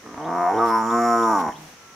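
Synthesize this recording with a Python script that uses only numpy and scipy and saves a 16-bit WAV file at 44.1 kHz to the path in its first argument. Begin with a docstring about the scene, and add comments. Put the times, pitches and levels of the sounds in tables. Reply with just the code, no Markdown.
"""A hyena groans as two fight in a mud wallow: a creak tightens into a snarl, drops an octave into a
full moan and sags into a rattle. Its vocal folds ring the chest, throat and mouth while breath rasps
between its teeth; a soft grunt follows. Mud squelches under them in swells of noise. A small bird
repeats a two-note chirp, another whistles far off, and insects hiss over the open ground."""
import sys
import numpy as np
from scipy import signal
from scipy.fft import rfft, irfft
from scipy.io import wavfile
from scipy.ndimage import uniform_filter1d

SR = 44100
rng = np.random.default_rng(int(sys.argv[2]) if len(sys.argv) > 2 else 0)


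def put_to_file(sound):
    """Save the sound as 16-bit audio at rate SR, in the file named by the first command-line argument."""
    columns = np.atleast_2d(sound).T  # one column per channel
    safe = np.clip(columns, -1, 1)
    whole_steps = np.round(safe * 32767)
    wavfile.write(sys.argv[1], SR, whole_steps.astype(np.int16))


N = 85995
T = np.arange(N) / SR

# The groan's melody, as the rate of the folds' slow cycle: time_s, pitch_hz
GROAN_PITCH = [(.03, 55), (.15, 60), (.19, 74), (.268, 81.5), (.36, 88), (.428, 87.5), (.485, 90),
               (.52, 99), (.572, 112.5), (.635, 116.8), (.69, 113.4), (.836, 111.7), (.944, 117.3),
               (1.054, 118.5), (1.224, 115.1), (1.32, 109.5), (1.4, 90), (1.49, 68)]
def hyena(air_db=-36, rough_air_db=-9):
    """Fold closures and puffs of breath make one buzz that feeds both the voice and the rasp."""
    cycles = np.cumsum(curves(GROAN_PITCH)[0] * waver(.002)) / SR
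    roughness = curves(FOLD_TEXTURE)[2]
    puffing = 1 + np.exp(-2 * (cycles % 1))
    breath, mid_air, side_air = unit_rms(puffing * rng.standard_normal((3, N)))
    buzz = steady(fold_closures(cycles)) + (amp(air_db) + amp(rough_air_db) * roughness) * breath
    buzz = signal.sosfilt(signal.butter(3, 185, "high", fs=SR, output="sos"), buzz)
    thrum = note(start_s=.52, length_s=.17, from_hz=110, to_hz=110, db=-44)  # under the octave drop
    voice = (vocal_tract(buzz) + creaks()) * gate(VOICE_LEVELS) + thrum
    return pan(voice, db=-.76) + pan(teeth_rasp(buzz, mid_air, side_air), db=-2.2)


# The grain of the voice: time_s, second_closure_gain, second_closure_place_cycles, roughness_ratio
FOLD_TEXTURE = [(.16, .7, .48, .9), (.19, 1, .5, .15), (.28, .9, .5, .15), (.3, .3, .5, .7),
                (.34, .25, .49, .15), (.47, .4, .5, .09), (.53, .2, .45, .25), (.6, .1, .4, .06),
                (1.22, .1, .4, .02), (1.31, .25, .35, .07), (1.39, .55, .33, .09), (1.45, .35, .4, .12),
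                (1.5, .4, .45, .5)]
def fold_closures(cycles, jitter_s=.0009, shimmer_db=6, count=260):
    """The folds snap shut twice a cycle; when the second closure weakens, the voice drops an octave."""
    second_gain, place, roughness = curves(FOLD_TEXTURE)
    closures = [(cycles, np.ones(N)), (cycles - place, second_gain)]
    clicks = np.zeros(N)
    for phase, gain in closures:
        late, loud = rng.standard_normal((2, count))  # rough folds close unevenly in time and strength
        at = np.interp(np.arange(count), phase, np.arange(N))
        due = at.astype(int)
        at = np.clip(at + late * roughness[due] * jitter_s * SR, 0, N - 2)
        strength = gain[due] * amp(shimmer_db * roughness[due] * loud) * (due < N - 1)
        clicks += np.bincount(at.astype(int), strength * (1 - at % 1), N)  # split over two samples
        clicks += np.bincount(at.astype(int) + 1, strength * (at % 1), N)
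    return clicks


# Fader rides for the three cavities: time_s, chest_db, throat_db, mouth_db
VOICE_LEVELS = [(.035, -52, -66, -58), (.05, -42, -55, -49.5), (.165, -41, -48.5, -44),
                (.195, -36, -39, -36), (.245, -36, -34.5, -37.5), (.28, -32.5, -31.5, -30),
                (.355, -31.5, -28, -27.5), (.42, -32.5, -23, -26), (.485, -36.5, -19.5, -25.5),
                (.55, -25, -27, -26), (.635, -24.5, -25, -18.5), (.69, -26.5, -31, -22.5),
                (.755, -28.5, -35, -19), (.825, -30, -39, -24.5), (.89, -28, -42, -25.5),
                (.945, -23.5, -26.5, -21), (1.02, -24.5, -23, -26.5), (1.14, -25.5, -21.5, -21),
                (1.22, -23.5, -30.5, -21), (1.37, -28, -30, -20), (1.44, -31.5, -37, -26),
                (1.495, -33.5, -38, -27), (1.52, -54, -44, -42)]
# The shifting vowel: time_s, chest_hz, lower_mouth_hz, upper_mouth_hz, upper_over_lower_db
VOWEL = [(.1, 266, 1055, 1210, 4), (.22, 232, 880, 1090, -2), (.44, 282, 1004, 1235, -1.5),
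         (.56, 368, 875, 985, -9.5), (.6, 354, 934, 1256, 0.5), (.635, 337, 900, 1144, 4.5),
         (.73, 283, 983, 1270, -9.5), (.85, 207, 900, 1193, -1), (.95, 270, 1067, 1240, -1.5),
         (1.02, 280, 1185, 1310, -4.5), (1.12, 288, 1047, 1295, 2.5), (1.22, 288, 1017, 1285, -3),
         (1.3, 265, 932, 1192, -3), (1.485, 240, 821, 1000, 1.5)]
# The throat's ring: time_s, resonance_hz
THROAT_RING = [(.485, 705), (.515, 778), (.57, 753), (.63, 706)]
# High mouth resonances that give the voice its edge: centre_hz, width_hz, gain_db
EDGE_BANDS = [(1800, 200, 0), (2095, 170, -4)]
# Fader ride for that edge: time_s, level_db
EDGE_LEVEL = [(.15, -55.5), (.46, -40), (.58, -45.5), (.75, -40), (.85, -47.5), (1.05, -37.5), (1.25, -47),
              (1.5, -46)]
def vocal_tract(buzz):
    """The softened buzz rings the chest, throat and mouth, each riding its own fader."""
    drive = signal.lfilter(*signal.butter(2, 2960, fs=SR), buzz)
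    chest_db, throat_db, mouth_db = curves(VOICE_LEVELS)
    chest_hz, lower_hz, upper_hz, upper_db = curves(VOWEL)
    chest = resonate(drive, chest_hz, width_hz=216)
    pharynx = amp(1) * resonate(chest, hz=470, width_hz=87)
    throat = resonate(drive, curves(THROAT_RING)[0], width_hz=81)
    mouth = steady(resonate(drive, lower_hz, width_hz=76))
    mouth += amp(upper_db) * steady(resonate(drive, upper_hz, width_hz=122))
    palate = amp(-13) * steady(resonate(drive, hz=1483, width_hz=102))
    edge = amp(curves(EDGE_LEVEL)[0]) * steady(bank(drive, EDGE_BANDS))
    return (amp(chest_db) * steady(chest + pharynx) + amp(throat_db) * steady(throat)
            + amp(mouth_db) * steady(mouth + palate) + edge)


# Dry snaps at both ends of the groan: start_s, peak_db
CREAK_HITS = [(.063, -30), (.144, -25), (.178, -23.5), (1.487, -19)]
def creaks():
    """Single snaps of the folds ring the mouth over a low thump."""
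    mouth_hz = curves(VOWEL)[1]
    snaps = np.zeros(N)
    for start_s, peak_db in CREAK_HITS:
        click = 1. * (np.arange(N) == round(start_s * SR))
        snap = resonate(click, mouth_hz, width_hz=700) + resonate(click, hz=110, width_hz=216)
        snaps += amp(peak_db) * snap / abs(snap).max()
    return snaps


# Fader ride for the rasp: time_s, level_db
RASP_LEVEL = [(.1, -85), (.35, -54), (.58, -50), (.755, -41.5), (.83, -47.5), (1.05, -42.5), (1.36, -42),
              (1.43, -49.5), (1.53, -53)]
# The colour of the bared teeth: time_s, upper_over_lower_db, lower_hz
RASP_COLOUR = [(.58, -7.5, 5620), (.74, -18.5, 5350), (.84, -1, 5730), (1.07, -1.5, 5580), (1.27, -6, 5730)]
# The rasp's upper resonance: centre_hz, width_hz, gain_db
RASP_UPPER_BAND = [(7000, 860, 0)]
def teeth_rasp(buzz, mid_air, side_air, spread=.65):
    """Puffs of air and the folds' buzz rasp and whistle between the teeth."""
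    upper_db, lower_hz = curves(RASP_COLOUR)
    air = mid_air + spread * np.array([side_air, -side_air])
    voiced_air = unit_rms(air + amp(-2) * buzz)
    lower = resonate(voiced_air, lower_hz, width_hz=485)
    upper = amp(upper_db) * bank(voiced_air, RASP_UPPER_BAND)
    sizzle = amp(-17.5) * resonate(air, hz=10700, width_hz=4500)
    return unit_rms(lower + upper + sizzle) * amp(curves(RASP_LEVEL)[0]) * gate(RASP_LEVEL)


def grunt(start_s=1.54, length_s=.15, hz=155, db=-48):
    """A short closed-mouth hum after the groan: a tone and its softer octave."""
    return note(start_s, length_s, hz, hz, db) + note(start_s, length_s, 2 * hz, 2 * hz, db - 7)


# Squelches under the fight: start_s, length_s, level_db
SQUELCH_HITS = [(0.64, 0.079, -41.5), (1.376, 0.051, -40.5), (1.512, 0.27, -48.5)]
# The mud's wet colour: frequency_hz, gain_db
MUD_EQ = [(300, 4), (1400, 6.5), (10000, -4.5), (15500, -7.5)]
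def mud():
    """Wet mud squelches in short swells of noise."""
    swells = sum(amp(db) * np.sin(np.pi * np.clip((T - start_s) / length_s, 0, 1))
                 for start_s, length_s, db in SQUELCH_HITS)
    return swells * noise(MUD_EQ)


# Cues for each chirp's rising note: start_s
CHIRP_CUES = [.238, .567, .892, 1.218, 1.548]
def small_bird(lead_s=.027):
    """Each chirp is a faint falling note, then a rising one, with a fast flutter in level."""
    chirps = np.zeros(N)
    for start_s in CHIRP_CUES:
        chirps += note(start_s - lead_s, length_s=.014, from_hz=3500, to_hz=2750, db=-58.5)
        chirps += note(start_s, length_s=.026, from_hz=2850, to_hz=3850, db=-54.5)
    return chirps * waver(depth=1, size=150)


def far_bird():
    """One faint, steady whistle."""
    return note(start_s=1.76, length_s=.3, from_hz=1346, to_hz=1346, db=-57)


def insects(level_db=-54.5):
    """Insects merge into one high band of hiss."""
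    return amp(level_db) * unit_rms(resonate(rng.standard_normal((2, N)), hz=5940, width_hz=1350))


# The colour of the open air: frequency_hz, gain_db
HUSH_EQ = [(25, -13), (90, 5), (220, 4.5), (780, 3.5), (2100, 2), (4200, -7), (7000, -11), (15500, -18.5)]
def hush(level_db=-48.5):
    """A low, even bed of outdoor noise."""
    return amp(level_db) * noise(HUSH_EQ)


def bank_reflections(x, t60_s=.05, size=4000, low_cut_hz=1300):
    """Early reflections from the wallow's banks, opposite in the two ears and thin in the bass."""
    tail = rng.standard_normal(size) * amp(-60 * T[:size] / t60_s)
    side = signal.fftconvolve(x.mean(0), tail / np.linalg.norm(tail))[:N]
    side = signal.lfilter(*signal.butter(1, low_cut_hz, "high", fs=SR), side)
    return np.array([side, -side])


# The outdoor tail, darkening as it fades: frequency_hz, t60_s
REVERB_DECAY = [(100, 0.64), (800, 0.61), (6000, 0.081)]
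def reverb(x):
    """Diffuse reflections, each band dying at its own speed."""
    white = noise([(1, 0), (SR, 0)])[:, :SR]
    hz, t, bands = signal.stft(white, SR, nperseg=256)
    decay = amp(-60 * t / at_hz(REVERB_DECAY, hz)[:, None])
    tail = signal.istft(bands * decay, SR, nperseg=256)[1]
    return signal.fftconvolve(x, tail / np.linalg.norm(tail[0]), axes=1)[:, :N]


# How alike left and right are: frequency_hz, correlation_ratio
STEREO_LIKENESS = [(250, 0.99), (1000, 0.6), (2500, 0.06)]
def noise(eq):
    """Coloured stereo noise at rms 1, centred in the bass and wide in the treble."""
    hz = np.fft.rfftfreq(N, 1 / SR)
    left, other = rfft(rng.standard_normal((2, N)))
    likeness = at_hz(STEREO_LIKENESS, hz)
    right = likeness * left + np.sqrt(1 - likeness ** 2) * other
    return unit_rms(irfft(np.array([left, right]) * amp(at_hz(eq, hz)), N))


def note(start_s, length_s, from_hz, to_hz, db):
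    """A soft-edged tone, held or gliding."""
    progress = np.clip((T - start_s) / length_s, 0, 1)
    hz = from_hz + (to_hz - from_hz) * progress ** .75
    envelope = np.sqrt(2 * abs(np.sin(np.pi * progress)))
    return amp(db) * envelope * np.sin(2 * np.pi * np.cumsum(hz) / SR)


def resonate(x, hz, width_hz):
    """A steep resonance of gain 1 that can sweep."""
    carrier = np.exp(2j * np.pi * np.cumsum(hz * np.ones(N)) / SR)
    pole = np.exp(-np.pi * width_hz / SR)
    baseband = signal.lfilter([(1 - pole) ** 2], [1, -2 * pole, pole * pole], x / carrier + 1e-18)
    return 2 * (carrier * baseband).real


def bank(x, bands):
    """Several resonances side by side."""
    return sum(amp(db) * resonate(x, hz, width_hz) for hz, width_hz, db in bands)


def waver(depth, size=1500):
    """A random drift about 1, smoothed over size samples."""
    return 1 + depth * unit_rms(signal.fftconvolve(rng.standard_normal(N), np.hanning(size), "same"))


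def steady(x, size=1900):
    """A leveller that holds the running rms at 1."""
    window = np.hanning(size)
    power = abs(signal.fftconvolve(x ** 2, window / window.sum(), "same"))
    return x / np.sqrt(power + 1e-4 * np.mean(x ** 2))


def curves(table):
    """One automation lane for each column after time_s."""
    times, *columns = np.transpose(table)
    return [np.interp(T, times, column) for column in columns]


def gate(table, fade_s=.016):
    """Open from a table's first row to its last."""
    return np.clip(np.minimum(T - table[0][0], table[-1][0] - T) / fade_s + 1, 0, 1)


def at_hz(points, hz):
    """Reads a curve on a log-frequency axis."""
    point_hz, values = np.transpose(points)
    return np.interp(np.log(hz + 1), np.log(point_hz + 1), values)


def pan(x, db):
    """Places a sound by its left-minus-right level."""
    return x * amp([[db / 2], [-db / 2]])


def amp(db):
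    """Decibels to gain."""
    return 10 ** (np.asarray(db) / 20)


def unit_rms(x):
    """Scales to rms 1."""
    return x / np.sqrt(np.mean(x ** 2) + 1e-20)


def scene():
    """The fight close and fairly dry, the birds wetter, insects and hush behind."""
    fight = hyena() + grunt() + mud()
    birds = np.tile(small_bird() + far_bird(), (2, 1))
    space = amp(-12) * bank_reflections(fight) + amp(-18) * reverb(fight) + amp(-6) * reverb(birds)
    return fight + birds + space + insects() + hush()


def record(dry, top_hz=15700):
    """A steep high cut on the whole mix."""
    high_cut = signal.firwin(511, top_hz, window=("kaiser", 9), fs=SR)
    return signal.oaconvolve(dry, high_cut[None], "same")


dry = scene()
out = record(dry)
put_to_file(out)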